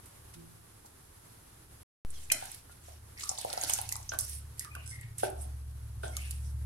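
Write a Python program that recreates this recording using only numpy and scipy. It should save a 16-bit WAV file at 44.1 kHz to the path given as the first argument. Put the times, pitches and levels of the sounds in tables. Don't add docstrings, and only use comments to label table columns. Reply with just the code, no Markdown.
import sys
import numpy as np
from scipy import signal
from scipy.fft import rfft, irfft
from scipy.io import wavfile

SR = 44100
rng = np.random.default_rng(int(sys.argv[2]) if len(sys.argv) > 2 else 0)


def wrap_up_sound(samples):
    columns = np.atleast_2d(samples).T
    tamed = np.clip(columns, -1, 1)
    steps = np.round(tamed * 32767).astype(np.int16)
    wavfile.write(sys.argv[1], SR, steps)


def gain_from_db(level_db):
    decades = np.asarray(level_db, float) / 20
    return 10 ** decades


N = 293480
BED_TOP_HZ = 15950


def in_time(rows):
    s, *columns = np.transpose(rows)
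    return [np.interp(np.arange(N) / SR, s, c) for c in columns]


def rms_one(x):
    return x / np.sqrt(np.mean(x ** 2) + 1e-20)


def at_hz(points, hz):
    points = np.array(points)
    return np.interp(np.log(hz), np.log(np.maximum(points[:, 0], 1)), points[:, 1])


def bins_hz():
    return np.maximum(np.fft.rfftfreq(N, 1 / SR), 1)


def lowpass(x, hz, order=2):
    return signal.sosfilt(signal.butter(order, hz, fs=SR, output="sos"), x)


def bandpass(x, edges_hz, order=2):
    return signal.sosfilt(signal.butter(order, edges_hz, "band", fs=SR, output="sos"), x)


def drift(rate):
    r = np.exp(-80 * np.pi * rate / SR)
    slow = signal.lfilter([1], [1, -2 * r, r * r], rng.standard_normal(N // 40 + 2002))[2000:]
    return np.interp(np.arange(N) / 40, np.arange(len(slow)), rms_one(slow))


def coloured(x, spectrum):
    hz = bins_hz()
    return rms_one(irfft(rfft(x) * gain_from_db(at_hz(spectrum, hz)) * (hz < BED_TOP_HZ), N))


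def add(out, s, sound):
    i = round(s * SR)
    out[i:i + len(sound)] += sound[:N - i]


def spread(own, other, likeness=0.029):
    alike = np.clip(likeness, 0, 1)
    return np.array([alike * own + np.sqrt(1 - alike ** 2) * other, own])


def grains(per_s, spread_db):
    sizes = gain_from_db(spread_db * np.minimum(rng.exponential(1, N), 4)) * rng.choice([-1, 1], N)
    clicks = sizes * (rng.random(N) < per_s / SR)
    return rms_one(clicks) + 0.38 * rng.standard_normal(N)


def flame():
    # (frequency [Hz], density [dB per Hz])
    floor = [(12, -64.5), (20, -11), (96, -1.5), (131, -6), (189, -12.5), (351, -12), (404, -12),
             (599, -17), (839, -15.5), (1320, -17), (2510, -24), (7300, -24), (11100, -17), (15200, -37),
             (16500, -41)]
    # (time [s], level [dB])
    hiss_level = [(0, -62), (.15, -63.5), (.5, -64), (2.6, -64.5), (6.65, -65)]
    # (frequency [Hz], left-right likeness [-1 to 1])
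    coherence = [(60, 0.97), (180, 1), (550, -0.35), (1650, 0.1), (4970, -0.094), (15000, 0.29)]
    hz = bins_hz()
    alike = np.clip(at_hz(coherence, hz), -.99, .99)
    mid, side = rfft(rng.standard_normal((2, N))) * gain_from_db(at_hz(floor, hz)) * (hz < BED_TOP_HZ)
    pair = irfft(np.sqrt(1 + alike) * mid + np.sqrt(1 - alike) * side * [[1], [-1]], N)
    hiss = bandpass(pair.mean(0), [6000, 13000], order=4)
    balance = gain_from_db([[-.7], [.7]])
    return gain_from_db(in_time(hiss_level)[0] + drift(10.0)) * balance * pair / np.std(hiss)


def engine():
    # (time [s], low order [Hz], level [dB], high order [Hz], level [dB])
    orders = [(0.0, 71.8, -77, 107, -82), (0.222, 73.5, -57, 110, -63), (0.94, 71.5, -70, 108, -74),
              (1.58, 69, -62.5, 112, -67.5), (2.2, 74.4, -51.5, 117, -65.5), (2.56, 71.5, -62.5, 113, -68),
              (2.93, 75.3, -50, 106, -62), (3.54, 71.5, -59.5, 107, -65),
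              (3.796, 70.2, -50.5, 106.4, -51.5), (4.158, 71.35, -48, 104.5, -52.5),
              (4.372, 72.74, -39, 107, -53.5), (4.67, 73.4, -54, 111.5, -55.5),
              (4.786, 74.3, -41, 112.1, -55), (5.22, 73, -60, 113, -48), (5.39, 69.7, -34.5, 113, -54),
              (5.9, 68.7, -40.5, 109, -48.5), (6.2, 69.2, -35, 111, -51.5), (6.62, 70.2, -32, 111, -45.5)]
    low_hz, low_db, high_hz, high_db = in_time(orders)
    low = 2 * np.pi * np.cumsum(low_hz + .5 * drift(2.0)) / SR
    high = 2 * np.pi * np.cumsum(high_hz + drift(6.7)) / SR
    cycle = low / 5
    low_tone = np.sin(low) * (1 + 0.043 * np.cos(cycle))
    low_tone = low_tone + 0.0069 * np.sin(3 * low) * (1 + 6.6 * np.cos(cycle))
    throb = 1 + 0.5 * np.cos(cycle) + 0.6 * np.cos(2 * cycle + 1)
    high_tone = np.sin(high) * throb * gain_from_db(1.8 * drift(21) + 1.8 * drift(6.5))
    shake = rms_one(bandpass(rng.standard_normal(N), [15, 55]))
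    sound = gain_from_db(low_db - 1.5) * low_tone + gain_from_db(high_db + 3.5) * high_tone
    sound = sound + gain_from_db(0.51 * high_db - 34.0) * shake
    return np.array([np.roll(sound, round(0.00034 * SR)), sound])


def kitchen(x):
    t60_s, treble_t60_s = 0.32, 0.16
    t = np.arange(SR // 2) / SR
    white = rng.standard_normal((2, len(t))) * np.minimum(t / .006, 1)
    low = lowpass(white, 5100, order=1)
    tail = low * gain_from_db(-60 * t / t60_s) + (white - low) * gain_from_db(-60 * t / treble_t60_s)
    tail = tail / np.sqrt((tail ** 2).sum(1, keepdims=True))
    return signal.fftconvolve(x[None], tail, axes=1)[:, :N]


def thuds():
    # (time [s], peak [dB], pitch [Hz], t60 [s], rise [s])
    dull_knocks = [(0.345, -43, 164.4, 0.7, 0.038), (0.35, -48, 343.6, 0.5, 0.037),
                   (0.411, -66, 1150, 0.055, 0.0036), (2.3005, -16.5, 2430, 0.019, 0.001),
                   (5.2325, -2, 680, 0.014, 0.0024), (5.233, -32.5, 380, 0.28, 0.0026),
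                   (5.233, -41, 402, 0.22, 0.0043), (0.349, -52.5, 241, 0.4, 0.028),
                   (2.313, -39, 302, 0.025, 0.0036), (2.348, -42.5, 208, 0.032, 0.0036),
                   (4.135, -30, 1150, 0.031, 0.0015), (4.763, -31.5, 1150, 0.022, 0.0023),
                   (6.035, -32.5, 408, 0.056, 0.0038), (3.64, -39, 295, 0.048, 0.004)]
    out, t = np.zeros(N), np.arange(SR // 2) / SR
    for s, db, hz, t60, rise in dull_knocks:
        add(out, s, gain_from_db(db - 60 * t / t60) * np.minimum(t / rise, 1) * np.sin(2 * np.pi * hz * t))
    return out


def rim():
    # (frequency [Hz], level [dB], t60 [s])
    rim_modes = [(2050, 3, 0.028), (2490, -7.5, 1.6), (3090, -0.5, 0.037), (4104, -5.5, 0.082),
                 (4380, -30.5, 0.089), (5200, -9, 0.096), (5750, -19, 0.11), (6150, -0.5, 0.068)]
    hit_s, hit_db, choke_s = 2.3168, -23.5, .06
    out, t = np.zeros(N), np.arange(SR // 4) / SR
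    for (hz, db, t60), near in zip(rim_modes, rng.uniform(-0.044, 0.049, len(rim_modes))):
        pair = np.sin(2 * np.pi * hz * t) + 0.59 * np.sin(2 * np.pi * hz * (1 + near) * t)
        fade = gain_from_db(hit_db + db - 60 * t / min(t60, choke_s))
        add(out, hit_s, fade * np.minimum(t / 0.0024, 1) * pair)
    return out


def knocks():
    # (time [s], peak [dB], brightness [dB per octave], damping by the hand [0-1])
    hits = [
        (2.316, -25.5, -3.5, 1),
        (2.35, -48, -28, 0.5),
        (4.119, -23.5, 1.5, 1),
        (4.135, -25.5, 2, 0.66),
        (4.75, -32.5, 11, 0.9),
        (4.765, -39, -3, 1),
        (5.233, -21, -2, 0.06),
        (5.30, -31, -9.5, 0),
        (6.033, -25, 1, 0),
        (6.056, -35.5, -10.5, 0),
    ]
    # (frequency [Hz], level [dB], t60 [s])
    modes = [(303, -7, 0.47), (366, -5, 0.57), (402, -0.5, 0.082), (536.6, -7, 0.35), (653.4, 14, 0.15),
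             (710, 5, 0.48), (835, 1.5, 0.19), (1150, -5.5, 0.059), (1364, -6, 0.57), (1480, 10, 0.072),
             (1532, 3.5, 0.2), (1540, -15, 0.55), (1670, -25.5, 0.25), (1700, -9, 0.33)]
    thud_t60_s, ring_share = 0.041, 0.26
    out, t = np.zeros(N), np.arange(SR // 3) / SR
    luck = rng.normal(0, 1.0, (len(hits), len(modes)))
    rattle = rms_one(lowpass(rng.standard_normal((len(modes), SR)), 70))
    for k, ((s, db, tilt_db, damping), row) in enumerate(zip(hits, luck)):
        ring = 0
        for (hz, mode_db, t60), extra_db, rough in zip(modes, row, rattle[:, 2000 * k + 2000:]):
            lasts = min(t60, .45) * (1.5 - np.clip(damping, 0, 1))
            roughness = .35 + .9 * rough[:len(t)]
            fade = gain_from_db(-60 * t / thud_t60_s) + ring_share * roughness * gain_from_db(-60 * t / lasts)
            level = gain_from_db(mode_db + extra_db + tilt_db * np.log2(hz / 700))
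            ring = ring + level * fade * np.sin(2 * np.pi * hz * t)
        ring = ring * (1 - np.exp(-t / 0.0026))
        add(out, s, gain_from_db(db - 2.5) * ring / np.abs(ring).max())
    return out


def plops():
    # (time [s], peak [dB], pitch [Hz], ring t60 [s])
    pockets = [(0.847, -48, 836, 0.021), (2.424, -35, 760, 0.026), (2.883, -48, 666, 0.049),
               (3.233, -39.5, 1170, 0.036), (3.294, -43.5, 760, 0.04), (3.314, -32.5, 776, 0.022),
               (3.607, -44, 724, 0.013), (3.923, -34.5, 840, 0.016), (3.89, -36.5, 2600, 0.016),
               (3.698, -22, 3030, 0.012), (3.707, -39, 1120, 0.019), (3.384, -34, 750, 0.023),
               (3.448, -21.5, 725, 0.017), (3.476, -37, 595, 0.02), (3.505, -36, 850, 0.019),
               (3.535, -23.5, 710, 0.012), (3.544, -46, 2150, 0.029), (3.575, -25, 734, 0.019),
               (3.636, -22, 680, 0.013), (3.697, -19.5, 830, 0.007), (3.788, -28, 825, 0.026),
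               (3.919, -40.5, 1995, 0.046), (3.956, -30.5, 924, 0.015), (3.999, -39.5, 775, 0.019),
               (4.608, -41, 1950, 0.026), (4.647, -46, 1150, 0.048), (6.169, -49, 1220, 0.037),
               (3.694, -29.5, 2277, 0.026)]
    out, t = np.zeros(N), np.arange(8192) / SR
    opening = 1 - np.exp(-(t / .0015) ** 2)
    for (s, db, hz, t60), (ratio, creep, late) in zip(pockets, rng.random((len(pockets), 3))):
        phase = 2 * np.pi * hz * (t + creep * t * t)
        beside = np.sin((.85 + .35 * ratio) * phase) * np.clip(t / (.001 + .004 * late), 0, 1.5)
        fade = gain_from_db(-60 * t / np.clip(.75 * t60, .008, .03))
        add(out, s, gain_from_db(db + 9.0) * (np.sin(phase) + .55 * beside) * opening * fade)
    return out


def drag():
    # (start [s], end [s], first pitch [Hz], last pitch [Hz], level [dB])
    streaks = [(2.32, 2.57, 860, 870, -59), (2.88, 2.966, 840, 810, -67), (3.168, 3.218, 2147, 2300, -51),
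               (3.235, 3.329, 1200, 1200, -52.5), (3.424, 3.726, 210, 380, -66.5),
               (3.8, 4.05, 820, 1000, -63), (3.5, 3.754, 2163, 1900, -54),
               (3.489, 3.855, 1404, 1500, -53.5), (4.6, 4.687, 2100, 1600, -58),
               (4.75, 4.88, 2600, 2600, -57.5), (4.95, 5.115, 2150, 2200, -64),
               (4.137, 4.364, 1400, 710, -70), (4.857, 4.978, 8900, 9430, -47.5),
               (4.859, 4.978, 5500, 5500, -56.5), (5.252, 5.487, 682, 760, -50.5),
               (5.24, 5.386, 650, 1500, -74), (6.035, 6.118, 4600, 1800, -69), (6.17, 6.3, 2300, 2500, -55),
               (6.18, 6.33, 3100, 2900, -61), (6.2, 6.389, 2700, 2600, -57.5),
               (6.042, 6.062, 3200, 4200, -53), (3.376, 3.45, 4700, 2900, -47.5),
               (2.135, 2.2, 6700, 4000, -59), (3.79, 3.9, 950, 870, -56.5), (5.03, 5.075, 1800, 2000, -70),
               (6.26, 6.38, 1500, 4100, -69), (2.33, 2.5, 1400, 1600, -54.5), (3.294, 3.37, 1400, 570, -53),
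               (6.07, 6.11, 1000, 1000, -58), (6.08, 6.1, 3700, 3300, -61), (2.301, 2.316, 3800, 2230, -51),
               (4.14, 4.27, 870, 1400, -68), (4.195, 4.36, 4600, 6800, -57)]
    # (start [s], end [s], first pitch [Hz], last pitch [Hz], level [dB])
    sings = [(4.645, 4.745, 1210, 1200, -55.5), (4.70, 4.76, 2400, 2480, -54),
             (4.76, 4.88, 2830, 2900, -61.5), (4.76, 4.87, 2500, 2200, -60),
             (4.908, 5.035, 2110, 2100, -53), (4.92, 5.10, 1950, 1880, -57),
             (4.84, 4.925, 1540, 1510, -65.5), (5.02, 5.07, 2100, 2350, -57),
             (6.045, 6.14, 1500, 1380, -60), (6.05, 6.145, 720, 650, -56), (6.125, 6.22, 2150, 2350, -55.5),
             (6.05, 6.13, 3300, 3200, -62), (2.695, 2.735, 1400, 1400, -64.5),
             (2.14, 2.21, 3500, 2950, -61)]
    out = np.zeros(N)
    rough = np.array([grains(900, 4.5), grains(900, 4.5)])
    rows = [(*row, 95 * (1 + (row[2] / 2600) ** 2)) for row in streaks]
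    rows += [(*row, 50) for row in sings]
    for start, end, first_hz, last_hz, db, width_hz in rows:
        i, length = round(start * SR), round((end - start) * SR)
        slow = lowpass(rough[:, i:i + length], width_hz)
        phase = 2 * np.pi * np.cumsum(np.linspace(first_hz, last_hz, length)) / SR
        stroke = np.sin(np.pi * np.linspace(0, 1, length) ** 0.44) ** 0.55
        carried = slow[0] * np.cos(phase) + slow[1] * np.sin(phase)
        add(out, start, gain_from_db(db) * stroke * rms_one(carried))
    return out


def strokes():
    # (peak time [s], patter [dB], rise [s], fall [s], low share [dB])
    hand = [(2.15, -54, 0.078, 0.29, 0), (2.4, -48.5, 0.062, 0.23, 3), (2.53, -49.5, 0.12, 0.092, -17),
            (2.718, -53, 0.014, 0.019, 1), (2.862, -56.5, 0.063, 0.18, 1), (3.21, -44, 0.039, 0.24, 0.4),
            (3.378, -47, 0.012, 0.84, 1.5), (3.724, -38, 0.21, 0.13, -0.5), (3.84, -53.5, 0.05, 0.079, 2),
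            (3.888, -53.5, 0.023, 0.39, -3.5), (4.132, -49, 0.028, 0.034, 8),
            (4.191, -36, 0.004, 0.079, -14), (4.3, -43.5, .1, 0.14, -8.5), (4.616, -48, 0.06, 0.061, -3),
            (4.84, -67, 0.039, 0.35, 12.5), (5.197, -42, 0.024, 0.043, 0), (5.23, -43, 0.0078, 0.07, 5),
            (5.432, -52, 0.078, 0.042, -5.5), (6.035, -51.5, 0.0076, 0.073, 7),
            (6.214, -51.5, 0.22, 0.28, 1), (6.48, -57.5, 0.14, 0.073, -19)]
    t = np.arange(0, N + 16, 16) / SR
    s, db, rise, fall, low_db = np.array(hand).T[:, :, None]
    swell = np.clip(np.where(t < s, 1 + (t - s) / rise, 1 - (t - s) / fall), 0, 1)
    power = (gain_from_db(db) * swell) ** 2
    return [np.interp(np.arange(N) / SR, t, np.sqrt(p.sum(0))) for p in (power, power * gain_from_db(2 * low_db))]


def sweep():
    # (frequency [Hz], density [dB per Hz])
    patter = [(1500, -50), (3000, -22), (4000, -5), (5500, -1.5), (7000, -3), (9500, 2), (11500, -4),
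              (14000, 4), (16500, -8)]
    # (frequency [Hz], density [dB per Hz])
    wipe = [(1500, -50), (3000, -27), (4200, -9.5), (5500, 0.5), (6900, -6), (9000, 6.5), (11500, -0.5),
            (14500, -3.5)]
    bright_gain, dull_gain = strokes()
    coarse = coloured(grains(3500, 7.3), patter)
    fine = coloured(grains(5000, 4.3), wipe)
    together = drift(59)
    empty = np.arange(N) > 4.15 * SR
    edges, bright = np.geomspace(2500, 16000, 9), 0
    for k, band in enumerate(zip(edges, edges[1:])):
        pair = [np.where(empty, np.roll(fine, shift), np.roll(coarse, shift))
                for shift in (9001 * k, 9001 * k + SR)]
        bright = bright + spread(*bandpass(pair, band)) * gain_from_db(2.8 * drift(14) + 1.3 * together)
    dull = bandpass(grains(1200, 2.8), [1700, 4500])
    dull = spread(dull, np.roll(dull, SR)) * gain_from_db(-10.0 + 2.8 * drift(37)) / np.std(dull)
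    return gain_from_db(2.0) * (bright_gain * rms_one(bright) + dull_gain * dull)


def snaps():
    # (time [s], peak [dB], centre [Hz], width [octaves])
    pour = [(3.195, -38.5, 7360, 0.3), (3.207, -37.5, 4600, 0.37), (3.238, -21, 7260, 0.81),
            (3.2915, -12, 6760, 0.62), (3.2338, -29.5, 5060, 0.48), (3.3507, -39, 5150, 0.43),
            (3.3759, -34.5, 3970, 0.45), (3.385, -28, 7000, 0.46), (3.299, -31, 11000, 0.77),
            (3.505, -33, 9500, 0.87), (3.646, -31, 4140, 0.58), (3.7365, -12, 8500, 1),
            (3.778, -28, 9100, 0.73), (3.916, -29, 11000, 0.55), (3.574, -39, 13000, .4),
            (3.389, -29, 7000, 1.3), (3.413, -26, 8000, 1.3), (3.447, -33, 10500, 0.58),
            (3.5007, -28.5, 4600, 0.65), (3.529, -18.5, 10200, 3.2), (3.575, -29, 5070, 0.51),
            (3.6117, -25, 7300, 0.41), (3.636, -13, 7200, 1.5), (3.687, -28, 9500, 0.66),
            (3.6975, -13, 10400, 0.83), (3.1743, -43, 5030, .3), (3.199, -32, 12000, 0.87),
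            (3.222, -36, 6000, .4), (3.255, -38, 8300, .4), (3.314, -35, 8000, 0.54),
            (3.535, -26, 8600, 0.89), (3.728, -28, 7000, 0.76), (4.2484, -30, 10300, 0.39),
            (4.2813, -30, 9000, 1.2), (4.295, -27, 10000, 0.63), (4.35, -35, 10400, 0.52),
            (3.7341, -15.5, 7050, 0.47), (3.7873, -22, 6830, 0.85), (3.705, -22.5, 7400, 0.3),
            (3.8136, -22, 11300, 0.58), (3.8902, -20.5, 7360, 1.3), (3.9239, -15.5, 8200, 1.26),
            (3.955, -24.5, 6460, 0.99), (3.964, -22, 10600, 0.71), (4.0277, -41, 6500, 0.57),
            (4.0905, -24, 5960, 0.29), (4.135, -32.5, 10400, 0.57), (4.207, -22, 9700, 0.35),
            (4.1182, -34, 3180, 1.06)]
    # (time [s], peak [dB], centre [Hz], width [octaves])
    stray = [(2.103, -36.5, 8800, 0.34), (2.3, -32, 3600, 1.3), (2.516, -31.5, 10300, 0.63),
             (2.3, -42, 7050, 0.41), (4.5941, -18, 7800, 0.89), (4.647, -28, 6000, 2.4),
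             (4.751, -30.5, 8900, 1.5), (4.752, -41, 2560, .5), (4.876, -33, 8000, 1.5),
             (5.0108, -37.5, 8800, 0.55), (4.1, -49, 4100, 0.66), (4.58, -51, 2200, .5),
             (6.307, -45, 3500, 0.44), (2.3145, -29, 1970, 0.96), (2.695, -44.5, 870, 1.2),
             (6.0796, -36.5, 6800, 0.61), (6.1673, -19, 6900, 1.3), (2.455, -27, 10300, .8),
             (2.545, -37, 10800, .4), (2.4, -42, 8100, 0.25), (5.3, -34, 10500, 0.45),
             (0.058, -39, 10500, .6), (6.31, -42, 4550, 0.34), (6.3085, -25, 9800, .7),
             (6.313, -31, 7500, 1.6), (7.5, -37, 9700, 0.26)]
    # (time [s], peak [dB], centre [Hz], width [octaves], swell [ms])
    slaps = [
        (0.334, -43, 3800, 4.1, 9.9),
        (0.853, -41.5, 9450, 1.5, 10),
        (2.3165, -12, 9200, 0.7, 2.05),
        (2.3184, -14, 6500, 0.9, 1.5),
        (3.6939, -14, 9300, 1.7, 3.5),
        (4.1875, -15, 9260, 0.6, 0.6),
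        (4.186, -35, 4080, 0.45, 1.1),
        (5.181, -26.5, 9200, 0.63, 1.9),
        (5.235, -33, 11500, 0.43, 2.5),
        (5.409, -40, 9350, 0.31, 4.1),
    ]
    out, t = np.zeros((N, 2)), np.arange(4096) / SR
    rows = [(*row, .6, 0.038) for row in [*pour, *stray]]
    rows += [(*row, 0.066) for row in slaps]
    noise = rng.standard_normal((len(rows), 2, 4096))
    for (s, db, hz, octaves, rise_ms, t60), pair in zip(rows, noise):
        edges = np.clip(hz * 2 ** (np.array([-.5, .5]) * 1.27 * octaves), 300, 17000)
        after = t * 1000 / np.clip(rise_ms / min(octaves, 1), .1, 8)
        swell = (after * np.exp(1 - after)) ** 2
        spray = 0.18 * np.minimum(after, 1) ** 2 * gain_from_db(-60 * t / max(t60, .004))
        shape = swell + spray
        crack = 5.5 * min(octaves, 1) * (np.arange(len(t)) == shape.argmax())
        spit = bandpass(spread(*pair, likeness=0.24) * shape + crack, edges, order=3)
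        add(out, s, gain_from_db(db + 4.0) * spit.T / np.abs(spit).max())
    return out.T


def scene():
    # (frequency [Hz], left minus right [dB])
    ports = [(150, 1), (300, -3), (600, 0), (1100, -1), (2200, 2), (4500, -1.5), (8000, -2.5),
             (12500, -11.5)]
    # (frequency [Hz], level [dB])
    mic_top = [(11500, -1.5), (13500, -17), (16000, -17), (16800, -63)]
    # (delay [s], left [dB], right [dB])
    echoes = [
        (.0011, -16.5, -102),
        (.0023, -18, -14),
        (.0037, -12, -46),
        (.0058, -46, -12),
    ]
    left_lag_s = 28 / 44100
    near = snaps() + sweep() + plops() + knocks() + thuds() + drag() + rim()
    hz = bins_hz()
    half = gain_from_db(at_hz(ports, hz) / 2)
    spectrum = rfft(near) * gain_from_db(at_hz(mic_top, hz))
    paths = 1
    for s, left_db, right_db in echoes:
        paths = paths + gain_from_db([[left_db], [right_db]]) * np.exp(-2j * np.pi * hz * s)
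    direct = irfft(spectrum * paths * [half * np.exp(-2j * np.pi * hz * left_lag_s), 1 / half], N)
    return direct + gain_from_db(-8) * kitchen(irfft(spectrum[1], N)) + flame() + engine()


def roll_off(x):
    return signal.sosfilt(signal.butter(12, 16640, fs=SR, output="sos"), x)


def record(dry):
    ceiling, drop_start_s, drop_end_s = .36, 1.832, 2.0496
    t = np.arange(N) / SR
    offset = -0.03 * np.exp(-np.maximum(t - drop_end_s, 0) / 0.12) * (t >= drop_end_s)
    live = (t < drop_start_s) | (t >= drop_end_s)
    mix = ceiling * np.tanh(dry / ceiling) * live + offset
    return roll_off(mix)


dry = scene()
out = record(dry)
wrap_up_sound(out)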